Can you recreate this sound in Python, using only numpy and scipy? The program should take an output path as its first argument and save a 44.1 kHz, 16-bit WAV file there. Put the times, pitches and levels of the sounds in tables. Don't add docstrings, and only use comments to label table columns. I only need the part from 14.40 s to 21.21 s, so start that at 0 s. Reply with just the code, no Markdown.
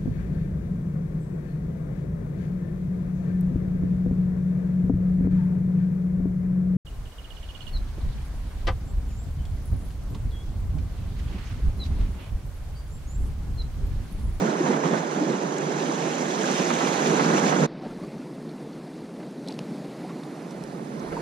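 import sys
import numpy as np
from scipy import signal
from scipy.fft import rfft, irfft
from scipy.io import wavfile
from scipy.ndimage import uniform_filter1d

SR = 44100
rng = np.random.default_rng(int(sys.argv[2]) if len(sys.argv) > 2 else 0)


def wav_out(sig):
    wavfile.write(sys.argv[1], SR, np.round(np.clip(np.atleast_2d(sig).T, -1, 1) * 32767).astype(np.int16))


N = 300321
TIME, HZ = np.arange(N) / SR, np.fft.rfftfreq(N, 1 / SR)


# (time [s], rumble [dB], slosh [dB], foam [dB])
WAVE_FADERS = [(0, -29, -33.5, -44.5), (.65, -29.5, -35.5, -46), (1.15, -28, -37, -45.5),
               (1.6, -28.5, -35.5, -41), (1.88, -28.5, -36, -41.5), (2.08, -27.5, -33.5, -37),
               (2.6, -27.5, -31.5, -37), (2.9, -24, -28.5, -37.5), (3.25, -24.5, -30.5, -40)]
# (frequency [Hz], relative level [dB])
WAVE_EQ = [(60, -47), (104, -32.5), (124, -25.5), (148, -1), (340, -2.5), (620, -7.5), (850, -7.5),
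           (1150, -14), (1700, -14), (2900, -24.5), (4100, -26.5), (4800, -30), (6400, -25.5), (8200, -39),
           (9900, -44), (11200, -54.5), (12400, -50.5), (14500, -61)]
# (start [s], hold [s], lift before each layer's share [dB])
SURGES = [(-0.02, 0.11, 4.5), (0.225, 0.14, 4.5), (0.421, 0.054, 4.5), (0.496, 0.076, 5), (0.748, 0.13, 2),
          (0.88, 0.059, 3), (1.48, 0.03, -1), (2.18, 0.03, 3), (2.65, 0.081, 2), (2.794, 0.065, 1.5),
          (2.933, 0.028, 1.5), (3.212, 0.03, 3.5)]
# (start [s], hold [s], foam lift [dB])
SPRAYS = [(.44, 0.045, 1.5), (.7, .05, 2.5), (1.37, 0.026, 1.5), (2.635, 0.028, 1.5), (2.955, .03, 3.5),
          (3.04, 0.059, 3.5)]

def breaking_wave(low, mid, high):
    levels_db = ride_faders(WAVE_FADERS, SURGES, shares=(0.95, 0.27, 0.46))
    return sea([low, mid, high * gain_of(lift(SPRAYS))], WAVE_EQ, levels_db, deepening=1.0)


# (time [s], rumble [dB], slosh [dB], foam [dB])
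CALM_FADERS = [(3.28, -40, -49, -58.5), (3.9, -37.5, -50, -60), (4.9, -39, -51, -60),
               (5.25, -35.5, -49, -57.5), (5.9, -38.5, -46, -57), (6.5, -35, -47.5, -57.5),
               (6.8, -34.5, -38.5, -53.5)]
# (frequency [Hz], relative level [dB])
CALM_EQ = [(60, -35), (104, -34), (124, -15), (148, -0.5), (320, -3.5), (520, -10.5), (800, -14.5),
           (1150, -21.5), (2000, -22), (3100, -32.5), (4200, -30.5), (7200, -39), (10000, -40),
           (11800, -47), (14500, -54)]
# (start [s], hold [s], lift before each layer's share [dB])
LAPS = [(3.405, 0.12, 9), (3.588, 0.051, 7), (4.05, 0.09, -0.5), (4.78, 0.037, 2), (5.075, 0.059, 5),
        (5.335, 0.04, 1.5), (5.584, 0.1, 2.5)]

def calm_sea(low, mid, high):
    single_bubbles = bubbles(486.0, 1376, per_s=260, cycles=4.3, spread_db=2.0, glide=0.018)
    lapping = mid + gain_of(-15.0) * ports(single_bubbles)
    hiss = high + ports(patchy_noise(patch_db=2.0, size=(8, 9)))
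    levels_db = ride_faders(CALM_FADERS, LAPS, shares=(0.43, 0.19, 0.23))
    return sea([low, lapping, hiss], CALM_EQ, levels_db, deepening=0.13)


def sea(textures, eq, levels_db, deepening):
    bands = below(479), above(362) * below(1750), above(2360)
    cores_hz = (110, 450), (550, 2000), (2800, 9000)
    out = np.zeros((2, N))
    for texture, band, (lo, hi), level_db in zip(textures, bands, cores_hz, levels_db):
        layer = filtered(texture, band * gain_of(curve(eq)))
        core = filtered(layer.mean(0), (HZ > lo) & (HZ < hi))
        out += layer / core.std() * gain_of(level_db)
    surge_db = levels_db[0] - levels_db[0].mean()
    return out + filtered(out, below(250) ** 2) * (gain_of(deepening * surge_db) - 1)


def rumble(lump_db=1.1):
    return rng.standard_normal((2, N)) * gain_of(lump_db * wander(17.0))


def slosh(bubbles_db=-12, flicker_db=-0.26):
    air = bubbles(449.7, 2890, per_s=1300, cycles=4.1, spread_db=1.0, glide=0.012)
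    water = patchy_noise(patch_db=1.0, size=(9, 4))
    return (water + gain_of(bubbles_db) * air) * gain_of(flicker_db * wander(37))


def foam(spray_db=-8.0, flicker_db=0.67):
    spray = bubbles(1980, 13000, per_s=2800, cycles=3.8, spread_db=3.5, glide=0.015)
    hiss = patchy_noise(patch_db=1.5, size=(8, 9))
    return (hiss + gain_of(spray_db) * spray) * gain_of(flicker_db * wander(22))


def bubbles(lo_hz, hi_hz, per_s, cycles, spread_db, glide, pitches=36):
    out = np.zeros((2, N))
    for hz in np.geomspace(lo_hz, hi_hz, pitches):
        age = np.arange(int(5 * cycles * SR / hz) + 8) * hz / SR / cycles
        ring = np.sin(2 * np.pi * cycles * age * (1 + glide * age))
        ring = ring * np.exp(-age) * (1 - np.exp(-8 * age))
        onset, swarm, luck, chance = rng.random((4, 1200))
        born = chance < per_s * N / SR / pitches / len(chance)
        strength = gain_of(spread_db * np.minimum(-np.log(1 - luck), 4))
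        births = np.zeros((2, N))
        births[(2 * swarm[born]).astype(int), (onset[born] * N).astype(int)] = strength[born]
        out += hz * signal.oaconvolve(births, ring[None], axes=1)[:, :N]
    return unit_rms(out)


# (time [s], relative level [dB], top of the body [Hz], decay [s])
SLAPS = [(0.262, -15, 1200, 0.028), (0.328, -19, 1170, 0.03), (0.435, -15, 750, 0.024),
         (0.456, -19, 1000, 0.018), (0.535, -14.5, 700, 0.022), (0.576, -19, 1300, 0.0042),
         (2.305, -13.5, 895, .012), (2.408, -12.5, 690, 0.02), (2.472, -18, 890, 0.024),
         (2.794, -11, 1310, 0.013), (2.856, -26, 1200, 0.018), (2.978, -13, 1000, 0.013),
         (3.124, -12, 1000, 0.019), (3.449, -32, 900, 0.028), (4.8, -33.5, 1100, 0.013),
         (4.829, -30, 700, .008), (5.69, -29, 1100, 0.014), (6.394, -33, 800, 0.0046),
         (6.442, -36, 900, .018), (6.52, -31, 900, 0.0089), (6.625, -34, 800, 0.01),
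         (6.723, -22.5, 750, 0.011)]

def slaps(trim_db=-3, attack_s=0.00201):
    out, t = np.zeros((2, N)), np.arange(SR // 8) / SR
    for s, db, body_hz, decay_s in SLAPS:
        band = signal.butter(1, [body_hz / 3, body_hz], "bandpass", fs=SR, output="sos")
        envelope = (1 - np.exp(-t / attack_s)) * np.exp(-t / decay_s)
        for side in out:
            burst = signal.sosfilt(band, rng.standard_normal(len(t))) * envelope
            add(side, s - attack_s, gain_of(db + trim_db) * burst / abs(burst).max())
    return ports(filtered(out, above(190, order=14) * below(2100, order=4)))


# (time [s], relative level [dB], pitch [Hz], decay [s])
GULPS = [(0.203, -8.5, 333, 0.014), (0.532, -9, 305, 0.008), (0.808, -11.5, 287, 0.023),
         (1.488, -11, 300, 0.01), (2.04, -13.5, 1580, 0.0041), (2.826, -7, 250, 0.0059),
         (2.902, -3, 210, 0.0039), (2.946, -6.5, 332, 0.0093), (2.96, -11, 208, 0.0096),
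         (3.035, -6, 212, 0.0045), (3.082, -13, 203, 0.0061), (3.18, -12, 192, .006),
         (3.229, -11, 251, 0.0064), (3.431, -29, 730, 0.011), (3.461, -30, 850, 0.0054),
         (3.506, -37, 1360, .005), (3.596, -37, 1050, .005), (3.636, -34, 1140, .006),
         (3.819, -42, 1400, .007), (4.79, -33, 649, .006), (4.829, -24, 567, .006),
         (5.092, -28, 845, 0.0077), (5.647, -24, 720, 0.0059), (5.705, -32, 1110, 0.006),
         (5.788, -21, 230, .004), (5.925, -23, 330, .005), (5.972, -30, 700, .006),
         (6.144, -22, 594, 0.004), (6.647, -24, 694, 0.0054), (6.707, -33, 2150, .004),
         (6.767, -16.5, 920, 0.0053)]

def gulps(trim_db=-3, detune=0.12, stagger_s=0.018, rise_per_s=1.4, count=7):
    out, t = np.zeros(N), np.arange(SR // 10) / SR
    for s, db, hz, decay_s in GULPS:
        envelope = np.exp(-t / decay_s) * (1 - np.exp(-t / 0.002))
        for k in range(count):
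            trailing = k > 0
            pitch = hz * np.exp(detune * rng.standard_normal() * trailing)
            delay = stagger_s * rng.random() * trailing
            ring = np.sin(2 * np.pi * pitch * t * (1 + rise_per_s * t)) * envelope
            add(out, s + delay, gain_of(db + trim_db) * ring / (1 + k) ** 2)
    return filtered(out, above(140, order=18))


# (time [s], relative level [dB], centre [Hz], half-width [octaves], rasp decay [s], metal ring [0-1])
REEL_CLICKS = [(1.1822, -26.5, 6940, 0.16, .002, 0.1), (4.09, -45, 4400, .3, .008, 0),
               (4.33, -44, 4400, .3, 0.0046, 0), (5.054, -43, 4200, .2, 0.036, 0),
               (5.0747, -34, 3200, .9, .0015, .25), (5.08, -40, 4400, 0.36, .006, 0),
               (5.0844, -28, 4800, .9, 0.0012, .42), (5.097, -40, 2000, 0.54, .012, 0),
               (5.1035, -41, 4300, 0.27, 0.0063, .4), (5.1225, -35, 4860, 0.26, 0.0012, 0.2),
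               (5.139, -41, 4000, 0.23, .006, .45), (5.185, -41.5, 3900, .2, .008, 0),
               (5.1899, -24.5, 3370, 0.75, 0.00079, .08), (5.19, -27.5, 550, 0.67, .001, 0.04),
               (5.8343, -38, 4000, 0.8, 0.0018, 0), (6.1074, -40, 6150, .6, 0.0054, 0),
               (6.2373, -33, 7000, 0.64, 0.0014, 0.1), (6.5949, -42, 6170, 0.11, .003, 0)]
# (frequency [Hz], width [Hz], relative level [dB])
REEL_BODY = [(850, 660, 17), (3200, 1700, 11), (4200, 380, -7), (5200, 290, -1), (7500, 510, -5),
             (9500, 550, 10)]
# (frequency [Hz], relative level [dB], decay [s])
REEL_METAL = [(4070, 1, .004), (4530, -4, .0025), (7750, -7, .002), (9340, -10, .003)]

def reel(rasp=0.52, grit_db=3.0, contact_s=.0003):
    out, t, f = np.zeros(N), np.arange(4096) / SR, np.fft.rfftfreq(4096, 1 / SR)
    body = sum(gain_of(db) * 1j * f * width / (hz ** 2 - f ** 2 + 1j * f * width)
               for hz, width, db in REEL_BODY)
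    body = body / np.sqrt(1 + (f / 10500) ** 12)
    metal = sum(gain_of(db) * np.sin(2 * np.pi * hz * t) * np.exp(-t / decay_s)
                for hz, db, decay_s in REEL_METAL)
    metal = metal * (1 - np.exp(-t / contact_s))
    snap = t == 0
    for s, db, centre_hz, octaves, rasp_s, ring in REEL_CLICKS:
        roughness = unit_rms(uniform_filter1d(rng.standard_normal(len(t)), size=40))
        grit = unit_rms(gain_of(grit_db * roughness))
        contact = rasp * grit * rng.standard_normal(len(t)) * np.exp(-t / rasp_s) - snap
        bell_eq = 1 / (1 + (np.log2((f + 1) / centre_hz) / octaves) ** 2)
        click = irfft(rfft(contact) * body * bell_eq)
        click = click / abs(click).max() + ring * metal
        add(out, s, gain_of(db) * np.roll(click, SR // 1000))
    return out


# (peak time [s], half-length [s], level [dB])
GUSTS = [(3.45, 0.3, -59), (4.3, 0.41, -67), (5.55, .15, -69), (6.3, .12, -62), (6.74, 0.13, -50)]

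def wind_buffet(breeze_db=-77.5, shared=0.44, lump_db=2):
    push = filtered(rng.standard_normal((3, N)), above(27) * below(52, order=3) * below(110))
    gusts = sum(gain_of(db) * np.exp(-((TIME - s) / half_s) ** 2) for s, half_s, db in GUSTS)
    force = gain_of(breeze_db) + gusts
    return unit_rms(shared * push[0] + push[1:]) * force * gain_of(lump_db * wander(9.6))


# (frequency [Hz], left lead [rad])
PORT_PHASE = [(100, 0.5), (400, -0.12), (600, -1), (690, -3), (760, -4), (1300, -3.5), (2500, -5.5),
              (3200, -5), (5000, -7.5), (9000, -10), (14000, -13)]
# (frequency [Hz], coherence [0-1])
PORT_COHERENCE = [(50, .6), (130, 0.97), (300, 0.93), (500, 0.84), (690, 0.12), (850, 0.32), (1400, 0.56),
                  (2100, 0.59), (2500, 0.37), (4000, 0.67), (6500, 0.45), (9000, 0.29)]
# (frequency [Hz], left minus right [dB])
PORT_BALANCE = [(60, -1), (200, -3), (420, -5), (690, -13.5), (1000, -8), (1600, -4.5), (2300, -3),
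                (2900, -6), (5300, -5), (7000, -2), (14000, -0.5)]

def ports(pair):
    a, b = rfft(pair)
    alike = np.clip(curve(PORT_COHERENCE), 0, 1)
    apart = np.sqrt(1 - alike ** 2)
    left = gain_of(curve(PORT_BALANCE)) * np.exp(1j * curve(PORT_PHASE))
    mono_gain = np.hypot(abs(1 + alike * left), abs(apart * left)) / 2
    return irfft(np.array([left * (alike * a + apart * b), a]) / mono_gain, N)


def ride_faders(faders, swells, shares):
    s, *slow_db = np.transpose(faders)
    return [np.interp(TIME, s, db) + share * lift(swells) for db, share in zip(slow_db, shares)]


def lift(swells, attack_s=0.018, release_s=0.025):
    total_db = 0
    for start, hold, db in swells:
        rise, drain = (TIME - start) / attack_s, 1 - (TIME - start - hold) / release_s
        total_db += db * np.clip(np.minimum(rise, drain), 0, 1)
    return total_db


def patchy_noise(patch_db, size):
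    spectra = signal.stft(rng.standard_normal((2, N)), nperseg=512, noverlap=384)[2]
    patches = rng.standard_normal(spectra.shape[1:])
    patches = unit_rms(uniform_filter1d(uniform_filter1d(patches, size[0], 1), size[1], 0))
    noise = signal.istft(spectra * gain_of(patch_db * patches), nperseg=512, noverlap=384)[1]
    return unit_rms(noise[:, :N])


def wander(rate_hz):
    return unit_rms(filtered(rng.standard_normal(N), below(rate_hz) * above(rate_hz / 10)))


def gain_of(db):
    return 10 ** (np.asarray(db) / 20)


def unit_rms(x):
    return x / np.sqrt(np.mean(x ** 2) + 1e-20)


def curve(points):
    f, value = np.transpose(points)
    return np.interp(np.log(HZ + 1), np.log(f + 1), value)


def filtered(x, gain):
    return irfft(rfft(x) * gain, N)


def above(hz, order=6):
    return np.sqrt(1 - 1 / (1 + (HZ / hz) ** order))


def below(hz, order=6):
    return np.sqrt(1 / (1 + (HZ / hz) ** order))


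def add(mix, s, sound):
    part = mix[max(round(s * SR), 0):][:len(sound)]
    part += sound[:len(part)]


def scene(cut_s=3.262, opens_s=5.524, opening_s=0.99, open_width=0.91):
    low, mid, high = (ports(source) for source in (rumble(), slosh(), foam()))
    close = wind_buffet() + gulps() + slaps() + reel()
    wave = breaking_wave(low, mid, high) + close
    calm = calm_sea(low, mid, high) + close
    mono = calm.mean(0)
    width = open_width * np.clip((TIME - opens_s) / opening_s, 0, 1)
    calm = mono + width * (calm - mono)
    dullness = np.clip((3.58 - TIME) / 0.28, 0, .8)
    calm = calm - dullness * filtered(calm, above(5600, order=12) ** 2)
    crossfade = np.clip((TIME - cut_s) / 0.011 + .5, 0, 1)
    return (1 - crossfade) * wave + crossfade * calm


def record(dry):
    high_cut = signal.firwin(511, 14900, window=("kaiser", 9), fs=SR)
    return signal.oaconvolve(dry, high_cut[None], "same")


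dry = scene()
out = record(dry)
wav_out(out)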